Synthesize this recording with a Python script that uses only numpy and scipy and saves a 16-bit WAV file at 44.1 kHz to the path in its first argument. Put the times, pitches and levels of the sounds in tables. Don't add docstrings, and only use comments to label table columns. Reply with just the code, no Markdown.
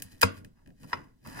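import sys
import numpy as np
from scipy import signal
from scipy.fft import rfft, irfft
from scipy.io import wavfile
from scipy.ndimage import uniform_filter1d

SR = 44100
rng = np.random.default_rng(int(sys.argv[2]) if len(sys.argv) > 2 else 0)


def wav_record(signal):
    frames = np.transpose(np.atleast_2d(signal))
    bounded = np.clip(frames, -1, 1)
    quanta = np.round(bounded * 32767).astype(np.int16)
    wavfile.write(sys.argv[1], SR, quanta)


N = 61739
T = np.arange(N) / SR
FFT_SIZE = 2 ** 16
HZ = np.maximum(np.arange(FFT_SIZE // 2 + 1) * SR / FFT_SIZE, 1)


def from_db(db):
    return 10 ** (np.asarray(db) / 20)


def at_hz(points, hz=HZ):
    freqs, values = np.transpose(points)
    return np.interp(np.log(hz), np.log(freqs), values)


def fader(curve):
    return from_db(np.interp(T, *np.transpose(curve)))


def eq(x, db):
    cepstrum = irfft(np.log(from_db(db)))
    cepstrum[1:FFT_SIZE // 2] *= 2
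    cepstrum[FFT_SIZE // 2 + 1:] = 0
    return irfft(rfft(x, FFT_SIZE) * np.exp(rfft(cepstrum)))[..., :N]


def low_cut(x, hz):
    return signal.sosfilt(signal.butter(2, hz, "high", fs=SR, output="sos"), x)


def through(x, response):
    return signal.fftconvolve(np.atleast_2d(x), response, axes=-1)[:, :N]


def click(time, db):
    return from_db(db) * (np.arange(N) == int(time * SR))


def decay(t60):
    return from_db(-60 * T / t60)


def ring(hz, t60):
    return np.sin(2 * np.pi * hz * T) * decay(t60)


def resonance(hz, t60):
    return ring(hz, t60) * 2 * np.log(1000) / (t60 * SR)


# (frequency [Hz], left-right likeness [0..1])
STEREO_LIKENESS = [(60, 1), (200, 1), (500, 0.17), (1500, .5), (4000, 0.55), (12000, 0.061)]


def noise(db=0):
    mid, side = rfft(rng.standard_normal((2, FFT_SIZE)))
    alike = at_hz(STEREO_LIKENESS)
    stereo = np.sqrt((1 + alike) / 2) * mid + np.sqrt((1 - alike) / 2) * side * [[1], [-1]]
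    return irfft(stereo * from_db(db))[:, :N]


def flatten(response, width_hz=158):
    bins = int(width_hz * FFT_SIZE / SR) + 1
    power = uniform_filter1d(np.abs(rfft(response, FFT_SIZE)) ** 2, size=bins, axis=-1)
    return np.array([eq(x, -10 * np.log10(p + 1e-6)) for x, p in zip(response, power)])


def dense_tail(t60s, build_s):
    white, tail = rfft(noise(), FFT_SIZE), 0
    edges = np.r_[0, np.geomspace(150, SR / 2, 15)]
    attack = 1 - np.exp(-T / build_s)
    for low, high in zip(edges, edges[1:]):
        band = irfft(white * ((HZ >= low) & (HZ < high)))[:, :N]
        band *= attack * decay(at_hz(t60s, (low + high) / 2))
        energy = np.sum(band ** 2, axis=1, keepdims=True)
        tail = tail + band * np.sqrt(2 * (high - low) / SR / energy)
    return flatten(tail)


def friction(curve, tone, slips_per_s=2200, spread_db=4.5):
    slips = (rng.random(N) < slips_per_s / SR) * rng.choice([-1, 1], N)
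    slips = slips * from_db(spread_db * np.minimum(rng.exponential(1, N), 4))
    return eq(slips / slips.std() * fader(curve), at_hz(tone))


# (frequency [Hz], t60 [s])
SHELL_DECAY = [(200, 0.11), (1500, 0.035), (5000, 0.039), (15000, .022)]


def shell():
    return dense_tail(SHELL_DECAY, build_s=0.00017)


# (frequency [Hz], touched [dB], pressed [dB], released [dB], t60 [s], left minus right [dB])
CUTTER_MODES = [(464, 6.5, 12, 1.5, 0.056, 9), (989, -1.5, 12.5, 4, 0.029, 1.5),
                (1327, -7.5, 5, 7, 0.046, 15.5), (1393, -8.5, 20.5, 3, .07, -7),
                (1590, 8.5, 12, 6, 0.017, -3), (1900, 2, -7, 7.5, 0.024, -1), (2058, -6, 1, 4, 0.15, -3),
                (2463, 8, 16, -4, 0.047, 13.5), (2694, 6, -7, -20, .028, -2),
                (3002, 7.5, 3.5, 5, 0.013, -0.5), (3653, 0, 9, -7, 0.036, 3),
                (4015, 4.5, 0.5, -1, 0.016, -4.5), (5084, 8, 14, 10.5, 0.011, 8),
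                (5120, -14, 11.5, 31, .06, 2.5), (6900, 3.5, 7, -20, 0.0083, -0.5),
                (8104, 4.5, 8, 3, 0.017, 9.5), (8930, 0.5, 1.5, 13, 0.11, 3.5),
                (9700, -2.5, 1, 11, 0.037, 1), (10700, 12, 13.5, -3, 0.047, 3.5),
                (11780, 4.5, 7, -5, 0.044, 4), (13500, 3.5, 10.5, -3, 0.042, 3),
                (15000, 5.5, 3, 6, 0.039, 0.5)]
# (touched [dB], pressed [dB], released [dB])
CLATTER_LEVELS = [-6.5, -3.5, 2]


def cutter_body():
    modes = 0
    for k, (hz, *levels_db, t60, pan_db) in enumerate(CUTTER_MODES):
        pan = from_db([[pan_db / 2], [-pan_db / 2]])
        mode = (-1) ** k * pan * resonance(hz, t60)
        modes = modes + from_db(levels_db)[:, None, None] * mode
    clatter = from_db(CLATTER_LEVELS)[:, None, None] * low_cut(shell(), hz=700)
    touched, pressed, released = modes + clatter
    snap = noise() * decay(t60=0.005)
    snap /= np.linalg.norm(snap, axis=1, keepdims=True)
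    return touched + from_db(-2.5) * snap, pressed, released


# (time [s], level [dB])
RUB_RIDE = [(0, -53.5), (.018, -72.5), (.04, -61.5), (.08, -60), (.097, -68), (.12, -56.5), (.16, -70.5),
            (.2, -64), (.34, -64), (.38, -61.5), (.44, -89.5), (.73, -93), (.8, -70), (.835, -63),
            (.86, -71), (.885, -57), (.925, -62.5), (.97, -72), (1.17, -93), (1.23, -70.5), (1.28, -56.5),
            (1.34, -56), (1.4, -52)]
# (frequency [Hz], level [dB])
RUB_TONE = [(200, -9.5), (900, -0.5), (1800, 7.5), (2700, -0.5), (5500, 0), (8000, -2), (11000, 1.5),
            (15000, -2), (16000, -12)]


def bar_rub():
    return friction(RUB_RIDE, RUB_TONE)


# (time [s], level [dB])
SCRAPE_RIDE = [(0, -60), (.19, -70.5), (.52, -86), (.575, -66), (.61, -65), (.65, -75.5), (.74, -82),
               (.81, -79), (.842, -44), (.857, -73), (.9, -51.5), (.93, -39.5), (1.1, -67), (1.19, -85.5),
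               (1.243, -68.5), (1.252, -40.5), (1.3, -46.5), (1.34, -44.5), (1.37, -38.5), (1.382, -36.5),
               (1.4, -31.5)]
# (frequency [Hz], level [dB])
SCRAPE_TONE = [(150, -2.5), (500, -0.5), (1000, 6), (2000, -1), (3300, -16.5), (5000, -11), (9000, -23),
               (15000, -26), (16000, -36.5)]
# (frequency [Hz], level [dB], t60 [s])
HELD_MODES = [(560, 1, 0.052), (926, 0.5, 0.014), (1360, 8.5, 0.059), (1620, 2.5, 0.0087), (1980, 3, 0.075),
              (2650, 4.5, .012), (4990, 12.5, 0.046), (6070, 5, .012), (6440, 1.5, .03), (6700, 5, .03),
              (8150, 7.5, .03), (9040, 9.5, 0.018), (10630, 5.5, .03), (12000, 7.5, 0.011),
              (13350, 6, .012), (14900, 6, 0.016)]


def scrape():
    modes = sum((-1) ** k * from_db(db) * resonance(hz, t60) for k, (hz, db, t60) in enumerate(HELD_MODES))
    return through(friction(SCRAPE_RIDE, SCRAPE_TONE), modes + from_db(-3) * shell())


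def rumble(tone):
    x = noise(at_hz(tone))
    return x / x.std()


# (time [s], level [dB])
HANDS_RIDE = [(0, -46.5), (.09, -70.5), (.14, -53.5), (.19, -60.5), (.38, -53), (.47, -52.5), (.55, -74.5),
              (.645, -68), (.68, -50), (.72, -55), (.78, -72), (.84, -47.5), (.92, -57.5), (1.0, -50.5),
              (1.08, -59), (1.18, -75.5), (1.24, -58.5), (1.28, -42), (1.34, -52.5), (1.4, -42)]
# (frequency [Hz], level [dB])
HANDS_TONE = [(25, -8.5), (42, 0), (70, -11.5), (130, 0.5), (200, -2), (280, 0), (360, -10.5), (600, -16),
              (1500, -47.5)]


def hands():
    return fader(HANDS_RIDE) * rumble(HANDS_TONE)


# (frequency [Hz], level [dB])
BED_TONE = [(20, -1), (40, -1), (70, -12), (200, -9), (450, -28.5), (1600, -44), (4000, -42),
            (16000, -46.5)]


def background():
    return from_db(-63) * rumble(BED_TONE)


# (time [s], level [dB], treble tilt [dB/octave])
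TICK_CUES = [(0.0211, -8, 2), (.0230, -15.5, 5), (0.2122, -4.5, 0.5), (0.2164, 5.5, 1.5),
             (0.2172, -10, -6.5), (0.2241, 0, -5.5), (0.447, -21.5, -3.5), (0.6605, -34.5, -7),
             (0.6741, -32, -3.5), (.6895, -42.5, -6.5), (0.7034, -39.5, -9), (0.8321, -25, -4.5),
             (0.842, -32, -2), (1.0423, -37.5, -2), (1.273, -21.5, -.5), (1.2739, -26.5, 2.5)]
# (frequency [Hz], level [dB])
TICK_TONE = [(100, -14), (500, -15), (1100, -13), (1700, -0.5), (2200, -7.5), (2700, -4), (3300, -8.5),
             (4500, -9), (7000, -6.5), (11000, -3.5), (15000, -6)]


def plastic_ticks(pivot_hz=4000):
    octaves = np.log2(np.maximum(HZ, 1500) / pivot_hz)
    return sum(eq(click(time, db), at_hz(TICK_TONE) + tilt * octaves) for time, db, tilt in TICK_CUES)


# (time [s], level [dB])
THUMP_CUES = [(0.044, -44.5), (0.127, -50), (0.2384, -19.5), (0.372, -49.5), (0.454, -48.5), (.932, -40.5),
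              (1.275, -42.5)]
# (frequency [Hz], level [dB], t60 [s])
BENCH_MODES = [(94, 0.5, .18), (189.7, -1.5, 0.11), (253.3, -10.5, 0.23), (495, -14, 0.21)]


def bench_boom(rise_s=0.001):
    modes = sum(from_db(db) * ring(hz, t60) for hz, db, t60 in BENCH_MODES)
    boom = modes * (1 - np.exp(-T / rise_s))
    blows = sum(click(time, db) for time, db in THUMP_CUES)
    return low_cut(through(blows, np.array([boom, boom])), hz=71)


def knock(contacts, tone):
    return sum(eq(click(time, db), at_hz(tone) - 10 * np.log10(1 + (HZ / cutoff_hz) ** 4))
               for time, db, cutoff_hz in contacts)


# (time [s], level [dB], cut-off [Hz])
PRESS_CUES = [(.2266, 10, 9000), (.2286, 13, 2500), (.2302, 19.5, 12000), (.2320, 18, 9000),
              (.2362, 13.5, 1100)]
# (frequency [Hz], level [dB])
PRESS_TONE = [(60, -14), (200, -6.5), (350, -2), (500, -5), (1000, -7), (1600, -8), (2600, -9),
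              (5000, -15.5), (8000, -18), (15000, -16.5)]


def knob_press():
    return knock(PRESS_CUES, PRESS_TONE)


# (time [s], level [dB], cut-off [Hz])
RELEASE_CUES = [(.9301, 7, 6950), (.9321, 1.5, 3500)]
# (frequency [Hz], level [dB])
RELEASE_TONE = [(60, -13.5), (250, 5.5), (550, -5.5), (1000, 2.5), (1800, -2.5), (2800, -8), (5000, -23),
                (8000, -30.5), (15000, -24)]


def knob_release():
    return knock(RELEASE_CUES, RELEASE_TONE)


# (raw contacts [dB], tool [dB], bench [dB])
ROOM_SENDS = [5, -6.5, -3]
# (frequency [Hz], t60 [s])
ROOM_DECAY = [(100, 0.75), (260, .42), (700, 0.28), (1800, .34), (5000, 0.2), (13000, 0.073)]
# (frequency [Hz], level [dB])
ROOM_EQ = [(80, -18.5), (250, -5.5), (600, -14), (1500, -14.5), (4000, -17), (9000, -12), (15000, -17)]


def small_room(contacts, tool, boom):
    send = sum(from_db(db) * x for db, x in zip(ROOM_SENDS, (contacts, tool, boom)))
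    reverb = through(send, dense_tail(ROOM_DECAY, build_s=0.0043))
    return eq(reverb, at_hz(ROOM_EQ))


def lag_left(x, lag_s=0.00104):
    return np.array([np.interp(T - lag_s, T, x[0], left=0), x[1]])


def scene(low_cut_hz=33):
    touched, pressed, released = cutter_body()
    light = bar_rub() + plastic_ticks()
    press, release = knob_press(), knob_release()
    tool = through(light, touched) + through(press, pressed) + through(release, released)
    tool = low_cut(tool + scrape(), low_cut_hz)
    contacts = low_cut(light + press + release, low_cut_hz)
    boom = bench_boom()
    room = small_room(contacts, tool, boom)
    return lag_left(tool + boom + room + hands() + background())


def record(dry, cutoff_hz=16300):
    return signal.sosfilt(signal.ellip(10, .2, 80, cutoff_hz, fs=SR, output="sos"), dry)


dry = scene()
out = record(dry)
wav_record(out)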